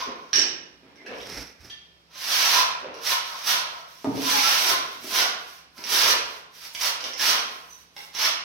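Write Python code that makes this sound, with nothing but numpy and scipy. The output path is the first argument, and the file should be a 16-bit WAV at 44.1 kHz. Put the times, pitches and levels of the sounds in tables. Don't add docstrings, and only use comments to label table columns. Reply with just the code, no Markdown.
import sys
import numpy as np
from scipy import signal
from scipy.fft import rfft, irfft, next_fast_len
from scipy.io import wavfile

SR = 44100
rng = np.random.default_rng(int(sys.argv[2]) if len(sys.argv) > 2 else 0)


def dump_mix(stems):
    frames = np.atleast_2d(stems).T
    limited = np.clip(frames, -1, 1)
    pcm = np.round(limited * 32767).astype(np.int16)
    wavfile.write(sys.argv[1], SR, pcm)


N = 372182
TIME = np.arange(N) / SR


def gain_of(db):
    return 10 ** (np.asarray(db) / 20)


def evened(x):
    return x / np.sqrt(np.mean(x ** 2) + 1e-20)


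def read(points, hz):
    f, value = np.transpose(points)
    return np.interp(np.log(hz + 1), np.log(f + 1), value)


def coloured(x, spectrum):
    size = next_fast_len(x.shape[-1])
    gain = gain_of(read(spectrum, np.fft.rfftfreq(size, 1 / SR)))
    return evened(irfft(rfft(x, size) * gain, size)[..., :x.shape[-1]])


def wander(per_s):
    return evened(np.interp(TIME * per_s, np.arange(4096), rng.standard_normal(4096)))


def grains(per_s, spread_db):
    size = gain_of(spread_db * np.minimum(rng.exponential(1, N), 5))
    sign = rng.choice([-1, 1], N)
    return evened(size * sign * (rng.random(N) < per_s / SR))


def swell(s, rise_s, hold_s, fall_s):
    early = np.maximum(s - TIME, 0)
    late = np.maximum(TIME - s - hold_s, 0)
    return 10 ** -np.minimum(early / rise_s + late / fall_s, 10)


def resonate(x, hz, width):
    turn = np.exp(2j * np.pi * np.cumsum(hz) / SR)
    r = np.exp(-np.pi * width / SR)
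    smooth = signal.sosfilt([[1 - r, 0, 0, 1, -r, 0]] * 2, x / turn)
    return evened((turn * smooth).real)


def add(mix, s, db, sound):
    part = mix[round(s * SR):][:len(sound)]
    scale = np.sqrt(SR / 100 / np.sum(sound ** 2))
    part += (gain_of(db) * sound * scale)[:len(part)]


def ring(modes, tilt_db, split, count):
    t = TIME[:SR // 3]
    hz, db, t60 = np.transpose(np.repeat(modes, count, axis=0))[:, :, None]
    shift, phase = 1 + split * rng.uniform(-1.26, 1, hz.shape), rng.random(hz.shape)
    level = gain_of(db + tilt_db * np.log2(hz / hz[0]))
    decay = np.exp(-np.log(1000) * t / t60)
    return np.sum(level * decay * np.sin(2 * np.pi * (hz * shift * t + phase)), 0)


# (t/s of full bite, rise/s, hold/s, fall/s,
# mid-stroke scrape level/dB, hum and hiss level/dB relative to the scrape)
STROKES = [(2.326, 0.18, 0.27, 0.042, -18.5, -12, -9.5), (3.065, 0.056, 0.064, 0.038, -20.5, -11.5, -8.5),
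           (3.472, 0.041, 0.048, 0.071, -17, -7, -8), (4.28, 0.15, 0.24, 0.15, -19.5, -14.5, -9),
           (4.638, 0.3, 0.07, 0.06, -19.5, -4.5, -7), (5.155, 0.084, 0.046, 0.084, -18.5, -2, -9),
           (5.921, 0.096, 0.19, 0.041, -18, -10, -8.5), (6.811, 0.031, 0.058, 0.042, -23, -5.5, -6.5),
           (7.221, 0.054, 0.074, 0.097, -16.5, -9, -9.5), (8.215, 0.083, 0.042, 0.049, -17.5, -8.5, -12)]
# (t/s, hold/s, scrape level/dB, hum level/dB, hiss level/dB)
SKIMS = [(0, 0.0051, -26, -28, -44.5), (.16, 0.37, -56, -59, -69.5), (2.152, 0.02, -38.5, -47.5, -54.5),
         (2.72, 0.086, -50, -41.5, -63), (2.96, .06, -47, -46, -62), (3.252, .18, -37.5, -55, -47.5),
         (3.62, 0.19, -46.5, -44, -56.5), (3.883, 0.31, -51, -69, -57), (4.824, 0.14, -43.5, -50, -51),
         (5.039, 0.12, -36, -52, -38.5), (5.395, 0.18, -48, -65, -53), (5.777, 0.17, -47.5, -47, -51.5),
         (6.232, 0.14, -46.5, -49, -52.5), (6.556, 0.092, -45, -78, -50), (6.64, 0.018, -37, -83, -42.5),
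         (6.743, 0.032, -49, -49, -43), (7.02, 0.07, -41.5, -41.5, -48.5), (7.424, 0.14, -46, -49, -53.5),
         (7.54, 0.28, -56, -76, -57.5), (7.977, 0.075, -46.5, -54.5, -49.5)]
# (f/Hz, level/dB per Hz)
GRIT = [(25, -55), (60, -39.5), (140, -21.5), (250, -15), (450, -11.5), (750, -5), (1300, -1.5),
        (2000, -0.5), (3200, 2), (4700, 3), (5600, 5), (6100, 4), (6900, -18.5), (9000, -27), (16000, -52)]
# (f/Hz, level/dB per Hz)
HISS = [(4000, -44), (6500, 1.5), (8000, -2), (10000, 1), (12000, 2.5), (14000, 1.5), (16000, -1)]
# (f/Hz, width/Hz, relative level/dB)
BLADE_HUM = [(1041, 147, 3), (1358, 307, 2), (718, 366, -1.5)]
SWELL_DB = 3
LEAD_IN = 1.26
HUM_AT = 0.85
HUM_GROWTH_DB, HISS_LOSS_DB = 14.5, 3
SKIM_RISE_S, SKIM_FALL_S = .05, 0.05


def scrape():
    catch = gain_of(1.2 * wander(110) + .5 * wander(30))
    grit = coloured(grains(per_s=7000, spread_db=2.5) * catch, GRIT)
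    hiss = coloured(grains(per_s=9000, spread_db=2.0) * catch, HISS)
    drag = grains(per_s=1500, spread_db=3.5) * catch * gain_of(2 * wander(40))
    flex = 1 + 0.029 * wander(12)
    hum = evened(sum(gain_of(db) * resonate(drag, hz * flex, width) for hz, width, db in BLADE_HUM))
    power = np.zeros((3, N))
    for s, rise_s, hold_s, fall_s, db, hum_db, hiss_db in STROKES:
        done = np.clip((TIME - s) / (hold_s + fall_s / 2), 0, 1)
        press = swell(s, rise_s, hold_s, fall_s) * gain_of(db + SWELL_DB * (done - .5))
        press *= np.clip((TIME - s) / rise_s + LEAD_IN, 0, .5) * 2
        power[0] += press ** 2
        power[1] += (press * gain_of(hum_db + HUM_GROWTH_DB * (done - HUM_AT))) ** 2
        power[2] += (press * gain_of(hiss_db - HISS_LOSS_DB * (done - .5))) ** 2
    for s, hold_s, *dbs in SKIMS:
        skim = swell(s, SKIM_RISE_S, hold_s, SKIM_FALL_S)
        power += np.outer(gain_of(dbs) ** 2, skim ** 2)
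    return np.sum(np.sqrt(power) * [grit, hum, hiss], 0)


# (t/s, tick level/dB, ring level/dB, ring brightness/dB per octave)
TAPS = [(.331, -24, -14, -2.5), (.357, -24, -11.5, -1), (.391, -46, -16, 22), (0.958, -50, -55, -13),
        (1.063, -42, -37.5, -24), (1.700, -39.5, -51, -6), (2.942, -39, -62, 10), (4.046, -47, -50, -4),
        (5.780, -37.5, -58, 14), (5.839, -28, -33, 12), (6.749, -26.5, -53, -4), (6.812, -29, -21.5, 12),
        (7.006, -30, -52, -7.5), (7.040, -24.5, -65, -7), (7.135, -39, -30.5, 1), (7.195, -34, -20, -4.5),
        (7.965, -34.5, -47, 8), (8.15, -34, -31, 8)]
# (f/Hz, relative level/dB, longest t60/s)
BLADE = [(1668, -4.5, .05), (1767, -8.5, 0.12), (2250, -24, 0.043), (2430, -12, 0.04), (2600, -21.5, 0.032),
         (2996, -8, 0.093), (3660, -12, 0.049), (3920, -21, .05), (4720, -5, 0.18), (5100, -3.5, .04),
         (5630, 15.5, 0.042), (5620, 8, 0.057), (5800, -2, 0.06), (6200, -4, 0.15), (7600, -17, .04)]
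# (f/Hz, level/dB per Hz)
TICK = [(30, -51), (100, -8), (350, 3), (900, -7), (2300, 9), (4200, 8), (5800, 13), (7000, -15.5),
        (10000, -10), (16000, -26.5)]


def taps(tick_s=0.0038, buzz_db=-6, buzz_s=0.013):
    out, t = np.zeros(N), TIME[:SR // 3]
    for s, tick_db, ring_db, tilt_db in TAPS:
        tick, buzz = coloured(rng.standard_normal((2, len(t))), TICK)
        free = np.clip(gain_of(.6 * (ring_db + 11)), .35, 1)
        modes = np.multiply(BLADE, [1, 1, free])
        add(out, s, tick_db, tick * np.exp(-t / tick_s))
        add(out, s, ring_db + buzz_db, buzz * np.exp(-t / buzz_s))
        add(out, s, ring_db, ring(modes, tilt_db, split=0.0338, count=8))
    return out


# (t/s, length/s, start f/Hz, end f/Hz, level/dB, pitch jitter/Hz)
SQUEAKS = [(0, 0.038, 1043, 1058, -31, 80), (.968, .058, 2305, 1825, -52.5, 161),
           (1.057, 0.0152, 3200, 2380, -40, 200), (1.197, 0.015, 2660, 4190, -39.5, 80),
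           (2.529, 0.069, 960, 1035, -25.5, 121.6), (3.103, 0.034, 1015, 1027, -30.5, 109.9),
           (3.266, 0.11, 1130, 1088, -43, 192), (4.231, 0.078, 1248, 1207, -30.5, 190.9),
           (4.317, 0.082, 1110, 1038, -29.5, 257.6), (4.418, .07, 1040, 1090, -31.5, 240),
           (7.133, 0.0068, 5550, 5350, -30, 150), (7.689, 0.062, 5980, 5770, -46, 110)]


def squeaks(waver=0.00616):
    out = np.zeros(N)
    for s, length, start_hz, end_hz, db, jitter_hz in SQUEAKS:
        u = np.clip((TIME - s) / length, 0, 1)
        glide = start_hz + (end_hz - start_hz) * u
        hz = glide * (1 + waver * wander(120)) + jitter_hz * wander(1200)
        out += gain_of(db) * 2 * np.sin(np.pi * u) * np.sin(2 * np.pi * np.cumsum(hz) / SR)
    return out


# (f/Hz, relative level/dB, t60/s)
CHINK = [(1785, -3.5, 0.29), (2760, -1, 0.12), (3200, 6, 0.11), (3430, 3, 0.15), (3640, 3, 0.08),
         (4650, 8, 0.084), (5400, -10, .06), (5960, -1, 0.072), (7800, -24, .2)]
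# (t/s, level/dB)
CHINKS = [(1.699, -33.5)]
# (f/Hz, relative level/dB, t60/s)
CLAP = [(807, 2, .07), (834, 0.5, 0.088), (1260, -4, 0.049), (2084, 7, 0.056), (2180, 2, 0.079),
        (2830, -17, 0.052), (4220, -7, 0.055), (5030, 5, 0.043), (5240, -12, .05)]
# (t/s, level/dB)
CLAPS = [(7.965, -36)]
# (f/Hz, relative level/dB, t60/s)
CABINET = [(134, -15, 0.14), (199, -12, .09), (229, -12.5, 0.32), (275, 8, 0.19), (305, -2, 0.18),
           (367, -15, 0.054), (434, 6.5, 0.069), (580, -1, 0.049), (683, -3, 0.054), (807, -11, 0.051),
           (895, -3, 0.045), (1240, -13.5, 0.061)]
# (t/s, level/dB, brightness/dB per octave)
BUMPS = [(4.045, -19, 4), (4.072, -16, -5.5), (4.121, -19, -8), (4.152, -21.5, -5), (4.176, -24, 3.5)]


def knocks():
    out = np.zeros(N)
    for s, db in CHINKS:
        add(out, s, db, ring(CHINK, 0, split=0.0142, count=5))
    for s, db in CLAPS:
        add(out, s, db, ring(CLAP, 0, split=0.058, count=5))
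    for s, db, tilt_db in BUMPS:
        add(out, s, db, ring(CABINET, tilt_db, split=0.005, count=1))
    return signal.sosfilt(signal.butter(2, [70, 8000], "band", fs=SR, output="sos"), out)


# (t/s at its height, rise/s, fall/s, level/dB, centre of its hollow colour f/Hz)
SHUFFLES = [(0, .02, 0.071, -41, 560), (.08, 0.026, .12, -33, 367), (0.389, 0.048, 0.053, -28, 374),
            (.44, 0.051, 0.031, -34, 337), (.86, 0.085, 0.28, -48, 252), (1.13, .13, .12, -32.5, 495),
            (1.345, 0.14, 0.032, -47, 269), (2.845, 0.026, 0.077, -31.5, 550),
            (2.888, 0.075, 0.051, -33.5, 307), (2.97, 0.054, .06, -40, 458), (4.72, 0.19, 0.14, -36, 400),
            (5.04, .05, 0.33, -43, 277), (5.21, 0.21, 0.047, -34, 487), (5.785, 0.012, 0.2, -42, 254),
            (5.93, 0.069, 0.18, -36, 433), (6.1, 0.16, 0.15, -33, 467), (7.07, 0.13, 0.16, -40, 515),
            (7.34, 0.16, 0.17, -39, 433), (7.97, .01, 0.35, -59, 470)]
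# (f/Hz, level/dB per Hz)
SHUFFLE = [(25, -42), (70, -35), (160, -15.5), (250, 1), (500, -1.5), (750, -7), (1400, -12.5),
           (2500, -12.5), (4500, -23), (9000, -54)]


def shuffles():
    s, *_, hz = np.transpose(SHUFFLES)
    hollow = resonate(grains(per_s=900, spread_db=2.5), np.interp(TIME, s, hz), width=165)
    dull = coloured(grains(per_s=1500, spread_db=5.5), SHUFFLE)
    slips = evened(hollow + gain_of(0.5) * dull)
    moves = [gain_of(db) * swell(at, rise_s, 0, fall_s) for at, rise_s, fall_s, db, _ in SHUFFLES]
    return slips * np.max(moves, 0)


# (t/s at its height, rise/s, hold/s, fall/s, rustle level/dB, rumble level/dB)
RUSTLES = [(1.237, 0.17, .05, .08, -40.5, -59), (1.323, 0.053, 0.093, 0.11, -33.5, -51),
           (1.607, 0.013, .005, .06, -51, -54), (1.652, 0.054, 0.0063, 0.092, -42.5, -48)]
# (f/Hz, level/dB per Hz)
CLOTH = [(100, -2), (300, 6), (550, 0), (1100, -5), (1450, 0), (2400, 0), (3200, -7.5), (4500, -3),
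         (5600, 6.5), (6800, -15), (9500, -17), (12200, -14), (16000, -25)]
# (f/Hz, level/dB per Hz)
RUMBLE = [(20, -24), (35, -8.5), (55, 0), (80, -2), (120, -5), (220, -14), (500, -38)]


def rustles():
    fibres = coloured(grains(per_s=6400, spread_db=1.5) * gain_of(2.1 * wander(70.03)), CLOTH)
    rumble = coloured(rng.standard_normal(N), RUMBLE)
    out = np.zeros(N)
    for *shape, db, rumble_db in RUSTLES:
        out += swell(*shape) * (gain_of(db) * fibres + gain_of(rumble_db) * rumble)
    return out


# (t/s, hold/s, f/Hz, level/dB)
BOOMS = [(1.366, 0.06, 57.6, -47), (1.605, .015, 77.5, -54), (5.97, .3, 58, -63), (6.787, .07, 52, -62),
         (7.18, 0.069, 54.7, -64)]


def booms(rise_s=0.023, fall_s=0.048, waver=.05):
    out = np.zeros(N)
    for s, hold_s, hz, db in BOOMS:
        turns = np.cumsum(hz * (1 + waver * wander(31))) / SR
        out += gain_of(db) * swell(s, rise_s, hold_s, fall_s) * np.sqrt(2) * np.sin(2 * np.pi * turns)
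    return out


# (f/Hz, correlation from -1 to 1)
LIKENESS = [(50, -0.064), (250, 0.78), (550, 0.65), (900, -0.087), (1400, -0.48), (2400, 0.15),
            (3300, -0.34), (4500, -0.26), (6300, -0.35), (7000, 0.81), (16000, 0.94)]


def paired(two):
    size = next_fast_len(two.shape[-1])
    a, b = rfft(two, size)
    same = np.clip(read(LIKENESS, np.fft.rfftfreq(size, 1 / SR)), -1, 1)
    return irfft(np.array([same * a + np.sqrt(1 - same ** 2) * b, a]), size)[:, :two.shape[-1]]


# (f/Hz, t60/s)
ROOM_T60 = [(100, 1), (300, 0.84), (1000, 0.75), (3000, 0.63), (5700, 0.47), (8000, 0.41), (15000, 0.22)]
# (f/Hz, level/dB)
ROOM_WET = [(80, -5.5), (300, -7.5), (1000, 2.5), (5500, -2), (8000, -4), (15000, -5)]


def room(x, gap_s=.003):
    echoes = rng.standard_normal((2, SR)) * (rng.random((2, SR)) < 5000 / SR)
    hz, t, z = signal.stft(paired(echoes), SR, nperseg=256)
    t60 = read(ROOM_T60, hz)[:, None]
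    decay = np.exp(-np.log(1000) * t / t60) * np.sqrt(2 * np.log(1000) / t60)
    z = z * gain_of(read(ROOM_WET, hz))[:, None] * decay
    tail = signal.istft(z, SR, nperseg=256)[1] / np.linalg.norm(echoes[0])
    tail = np.pad(tail, ((0, 0), (round(gap_s * SR), 0)))
    return signal.fftconvolve(x[None], tail, axes=1)[:, :N]


def moving_room(x, count=6):
    turns = 5 * TIME
    shares = np.array([np.maximum(np.cos(2 * np.pi * (turns + k / count)) - .5, 0) for k in range(count)])
    shares /= np.linalg.norm(shares, axis=0)
    return sum(room(x * share) for share in shares)


# (f/Hz, level/dB per Hz)
AIR = [(20, -33), (33, -18.5), (48, -23), (62, -0.5), (90, -9.5), (200, -9), (500, -11), (1500, -13.5),
       (5500, -14.5), (7000, -30), (16000, -37)]
AIR_DB = -60.5
# (f/Hz, level/dB)
HUM = [(65.5, -74), (166.9, -72), (333.8, -95)]


def air():
    hum = sum(gain_of(db) * np.sqrt(2) * np.sin(2 * np.pi * hz * TIME) for hz, db in HUM)
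    still = gain_of(AIR_DB) * coloured(paired(rng.standard_normal((2, N))), AIR)
    return still + hum * gain_of(0.63 * wander(0.54))


def scene():
    rubbing = scrape() + shuffles()
    blows = taps() + knocks() + squeaks()
    cloth = rustles()
    direct = gain_of(-6.5) * rubbing + gain_of(-8.0) * blows + gain_of(-4) * cloth + booms()
    echoed = rubbing + gain_of(1.5) * blows + gain_of(-9.5) * cloth
    return direct + moving_room(echoed) + air()


# (f/Hz, left minus right level/dB)
BALANCE = [(50, -9.5), (130, -3), (1000, 0), (2200, -2.5), (3500, -2.5), (5500, -8.5), (7500, -6),
           (10000, -5.5), (16000, -8)]


def record(dry, low_cut_hz=32, edge_hz=15900):
    size = next_fast_len(N)
    lean = gain_of(read(BALANCE, np.fft.rfftfreq(size, 1 / SR)))
    ports = np.array([lean, np.ones_like(lean)]) * np.sqrt(2 / (1 + lean ** 2))
    heard = irfft(rfft(dry, size) * ports, size)[:, :N]
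    heard = signal.sosfilt(signal.butter(2, low_cut_hz, "high", fs=SR, output="sos"), heard)
    band_limit = signal.firwin(511, edge_hz, window=("kaiser", 9), fs=SR)
    return signal.oaconvolve(heard, band_limit[None], "same")


dry = scene()
out = record(dry)
dump_mix(out)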